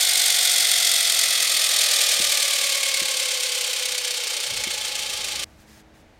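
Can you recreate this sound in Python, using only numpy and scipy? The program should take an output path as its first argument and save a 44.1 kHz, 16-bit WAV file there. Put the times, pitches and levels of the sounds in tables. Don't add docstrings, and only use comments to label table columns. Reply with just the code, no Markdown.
import sys
import numpy as np
from scipy import signal
from scipy.fft import rfft, irfft, next_fast_len
from scipy.io import wavfile
from scipy.ndimage import uniform_filter1d

SR = 44100
rng = np.random.default_rng(int(sys.argv[2]) if len(sys.argv) > 2 else 0)


def master(y):
    cut = np.clip(np.atleast_2d(y).T, -1, 1)
    pcm = np.round(cut * 32767)
    wavfile.write(sys.argv[1], SR, pcm.astype(np.int16))


N = 272979
T = np.arange(N) / SR
FFT_SIZE = next_fast_len(N + SR // 2, True)
HZ = np.maximum(np.fft.rfftfreq(FFT_SIZE, 1 / SR), 1)
START_TURNS_PER_S, BAR_COUNT = 12.1078, 61
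ROOM_ONSET_S = 4.4


def from_db(db):
    return 10 ** (np.asarray(db) / 20)


def unit_rms(x):
    return x / np.sqrt(np.mean(x ** 2) + 1e-20)


def in_time(rows):
    return np.interp(T, *np.transpose(rows))


def spells(rows, fade_s):
    return sum(from_db(db) * np.clip(.5 + np.minimum(T - start, start + length - T) / fade_s, 0, 1)
               for start, length, db in rows)


def bell(offset, width):
    return np.exp(-.5 * (offset / width) ** 2)


def spectrum_db(points):
    hz, db = np.transpose(points)
    return np.interp(np.log(HZ), np.log(hz), db)


def colour(x, db):
    cepstrum = irfft(np.log(from_db(db)), FFT_SIZE)
    cepstrum[1:FFT_SIZE // 2] *= 2
    cepstrum[FFT_SIZE // 2 + 1:] = 0
    return irfft(rfft(x, FFT_SIZE) * np.exp(rfft(cepstrum)), FFT_SIZE)[:N]


def noise(points):
    return unit_rms(colour(rng.standard_normal(N), spectrum_db(points)))


def drift(per_s):
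    return unit_rms(np.interp(T * per_s, np.arange(N), rng.standard_normal(N)))


def band(x, low_hz, high_hz):
    return signal.sosfilt(signal.butter(5, [low_hz, high_hz], "band", fs=SR, output="sos"), x)


def steady(x):
    power = uniform_filter1d(uniform_filter1d(x ** 2, SR // 4), SR // 4)
    return x / np.sqrt(power + 1e-20)


def room_tone(air_db=-56.5, waver_db=4.0, early_db=-9.5, rise_s=0.72):
    # f/Hz, level/dB
    partials = [(70.0, -69.5), (215.3, -66), (317.6, -63.5), (430.7, -73.5)]
    # f/Hz, relative density level/dB
    air_spectrum = [(120, -8), (200, -8.5), (320, -3), (420, 0.5), (650, 2), (850, -1), (1050, -5),
                    (2100, -6.5), (2800, -10.5), (6500, -19.5), (10000, -26.5), (15000, -32)]
    hum = 0
    for hz, db in partials:
        amplitude = np.sqrt(2) * from_db(db + waver_db * drift(5.6))
        hum += amplitude * np.sin(2 * np.pi * (hz * T + rng.random()))
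    air = from_db(air_db) * noise(air_spectrum)
    return (hum + air) * from_db(np.interp(T - ROOM_ONSET_S, [0, rise_s], [early_db, 0]))


def rumble(early_db=-69, late_db=-56.5, rise_s=.15):
    # t/s, duration/s, level/dB
    grips = [(2.2, 0.11, -56), (3.87, 0.068, -66), (4.49, 0.13, -49), (5.15, 0.43, -62)]
    # f/Hz, relative density level/dB
    spectrum = [(20, -28.5), (32, -6.5), (45, -4.5), (60, -0.5), (110, -5.5), (170, -8.5), (260, -10.5),
                (400, -37), (700, -77)]
    floor = from_db(np.interp(T - ROOM_ONSET_S, [0, rise_s], [early_db, late_db]))
    return (floor + spells(grips, fade_s=0.042)) * noise(spectrum)


def rustle():
    # t/s, duration/s, level/dB
    strokes = [(5.45, .22, -64), (5.59, 0.044, -62), (5.675, 0.14, -54.5), (5.94, .085, -62)]
    # f/Hz, relative density level/dB
    spectrum = [(350, -41), (600, -7), (715, -14), (1310, -14), (1650, -3), (2900, -13.5), (3230, -10.5),
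                (6510, -10.5), (15000, -20)]
    return spells(strokes, fade_s=0.025) * noise(spectrum)


def camera_bumps(attack_s=.004):
    # t/s, excitation level/dB
    knocks = [(2.196, -31), (3.014, -32.5), (4.666, -32)]
    # f/Hz, gain/dB, T60/s
    modes = [(60.4, -20, 0.29), (135, -12.5, 0.12), (207, -4.5, 0.091), (300, -3.5, 0.05), (360, -6, 0.14)]
    out = np.zeros(N)
    for start, knock_db in knocks:
        t = np.maximum(T - start, 0)
        push = from_db(knock_db) * np.minimum(t / attack_s, 1)
        for k, (hz, db, t60) in enumerate(modes):
            decay = np.exp(-np.minimum(np.log(1000) * t / t60, 20))
            out += (-1) ** k * push * from_db(db) * np.sin(2 * np.pi * hz * t) * decay
    return out


def reverberate(x, t60=0.14, wet_db=-15.5):
    t = T[:SR // 3]
    tail = rng.standard_normal(len(t)) * from_db(-60 * t / t60) * (t > .004)
    return x + from_db(wet_db) * signal.fftconvolve(x, tail / np.linalg.norm(tail))[:N]


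def shaft(friction_turns_per_s2=.5893, drag_per_s=.04656, start_turns=.1192):
    balance = friction_turns_per_s2 / drag_per_s
    speed = (START_TURNS_PER_S + balance) * np.exp(-drag_per_s * T) - balance
    return speed, start_turns + np.cumsum(speed) / SR


def bar_lines(speed, angle, resonance_hz=497, width_hz=19, swell_db=10):
    orders = (51, 59, 63, 71, 122, 127, 180, 184)
    levels = (3.8, 11.3, 13.3, 2.3, 3.5, 10, 10, 8.3)
    out = 0
    for order, db in zip(orders, levels):
        in_tune = bell(order * speed - resonance_hz, width_hz)
        out += 2 * from_db(db + swell_db * in_tune) * np.sin(2 * np.pi * (order * angle + rng.random()))
    return out * (speed / START_TURNS_PER_S) ** 0.84


def commutator(speed, angle, fine_order=900.0, fresh_db=-5.0, wander_per_s=1.493, size=32768):
    # level/dB, width/shaft orders
    bar_humps = [(5, 10), (8.5, 6), (2, 7), (5.5, 5), (1.5, 6)]
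    orders = np.arange(size // 2 + 1)
    humps_db = sum(db * bell(orders - k * BAR_COUNT, width) for k, (db, width) in enumerate(bar_humps, 1))
    height = from_db(humps_db) / np.hypot(1, orders / fine_order)
    tracks = size * irfft(height * np.exp(2j * np.pi * rng.random((4, len(orders)))))
    shares = np.array([drift(wander_per_s) for track in tracks])
    shares /= np.linalg.norm(shares, axis=0)
    worn = sum(share * np.interp(angle % 1 * size, np.arange(size), track)
               for share, track in zip(shares, tracks))
    bars = bar_lines(speed, angle)
    samples_per_turn = SR / speed.mean()
    high_pass = HZ / np.hypot(HZ, fine_order * speed.mean())
    fresh = colour(rng.standard_normal(N), 20 * np.log10(np.hypot(from_db(fresh_db), high_pass)))
    return (worn + bars) / np.sqrt(samples_per_turn) + fresh


def brush_force(angle, snag_turns=0.035, wander_db=1.5):
    # angle/turns, width/turns, force level/dB
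    high_spots = [(.015, 0.035, 1.5), (.17, 0.013, -10), (.255, 0.044, 6), (.5, 0.051, 3.5),
                  (.76, 0.037, 2)]
    burr_angles = (.715, .97)
    graze_levels = (-1, 2)
    # t/s, duration/s, force level/dB, burr index
    catches = [(0.93, 0.22, 7, 0), (2.698, 0.44, 8, 1), (3.53, 0.87, 9.5, 0), (4.55, .16, 10.5, 0),
               (4.86, 0.52, 4.5, 1)]
    swells = sum(from_db(db) * bell((angle - at + .5) % 1 - .5, width) for at, width, db in high_spots)
    snags = 0
    for k, (at, graze_db) in enumerate(zip(burr_angles, graze_levels)):
        caught = spells([spell for *spell, burr in catches if burr == k], fade_s=.12)
        snags += (from_db(graze_db) + caught) * np.exp(-((angle - at) % 1) / snag_turns)
    snags = uniform_filter1d(snags, SR // 700)
    return 1 + (swells + snags) * from_db(wander_db * drift(50))


def housing(x, away):
    # f/Hz, gain/dB
    envelope = [(100, -37), (260, -28.5), (420, -17), (620, -14), (1300, -12), (1750, -12), (2300, -2.5),
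                (3600, -1.5), (5500, -3.5), (8000, 1.5), (9500, -2), (10400, -10.5), (13300, -11.5),
                (15800, -21)]
    # f/Hz, width/Hz, near gain/dB, far gain/dB
    resonances = [(206, 17, 12, -1), (340, 27, 3, 2.5), (459, 16, -0.5, -5), (489, 20.6, 8, 11),
                  (552.5, 31.4, 3, 11.5), (708, 36, 8, 3), (848, 25.5, 6.5, 13), (957, 96, -7, -7),
                  (1087, 43, 5, 5), (1193, 16.5, 7.5, 8), (1717, 14, 0.5, 7), (1810, 40, 1.5, -2),
                  (1983, 110, 6, -2.5), (2170, 64, 1.5, 4.5), (2290, 63, -6, -1.5), (2800, 160, -7, -0.5),
                  (3120, 60, -2.5, 6), (3454, 260, 5, -0.5), (4540, 320, 4, 1.5), (4890, 55.5, -8, -7.5),
                  (5170, 95, 3.5, -0.5), (7400, 210, 0, 2), (7820, 320, -5.5, -3), (8800, 340, 1.5, 0),
                  (12200, 680, 4, -0.5)]
    near = far = spectrum_db(envelope)
    for hz, width_hz, near_db, far_db in resonances:
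        peak = bell(HZ - hz, width_hz)
        near, far = near + near_db * peak, far + far_db * peak
    return (1 - away) * colour(x, near) + away * colour(x, far)


def holder_song(force, ring_hz=2194.0, bandwidth_hz=54.0, quiet_db=-24):
    # t/s, duration/s, level/dB re the rasp
    songs = [(2.76, 0.25, -12), (4.62, .13, -11.5), (5.4, 0.046, -23)]
    b, a = signal.iirpeak(ring_hz, ring_hz / bandwidth_hz, fs=SR)
    ring = unit_rms(signal.lfilter(b, a, force ** 2 * rng.standard_normal(N)))
    return (from_db(quiet_db) + spells(songs, fade_s=0.052)) * ring


def motor(sizzle_db=-0.75, drone_near_db=-18.5, drone_far_db=-11.5, end_s=5.443):
    # t/s, position (0 at the brush opening, 1 a metre away)
    path = [(0, 0.15), (1, 0.099), (2, 0.46), (3.2, 0.85), (5.4, 0.87)]
    # t/s, level/dB
    levels = [(0, -21.5), (0.7, -21), (1.5, -22.5), (1.97, -21), (2.95, -25), (4.2, -28), (5.44, -30)]
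    speed, angle = shaft()
    away = np.clip(in_time(path), 0, 1)
    friction, force, grit_db = commutator(speed, angle), brush_force(angle), drift(2500)
    drone = band(friction * force ** 0.11, 60, 1400)
    rasp = band(friction * force ** 0.54 * from_db(grit_db), 1400, 6000)
    sizzle = band(friction * force * from_db(2 * grit_db), 6000, 19000)
    drone, rasp, sizzle = [steady(housing(part, away)) for part in (drone, rasp, sizzle)]
    sizzle *= from_db(sizzle_db) * (speed / START_TURNS_PER_S) ** 0.83
    drone *= from_db((1 - away) * drone_near_db + away * drone_far_db)
    sound = from_db(in_time(levels)) * (rasp + sizzle + drone + holder_song(force))
    gate = np.interp(T, [end_s - .001, end_s + .001], [1, 0])
    return reverberate(sound) * gate


def scene():
    return (motor() + camera_bumps() + rumble() + room_tone() + rustle())[None]


def record(dry, cutoff_hz=15850):
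    low_pass = signal.ellip(12, .1, 80, cutoff_hz, fs=SR, output="sos")
    return signal.sosfilt(low_pass, np.tanh(dry))


dry = scene()
out = record(dry)
master(out)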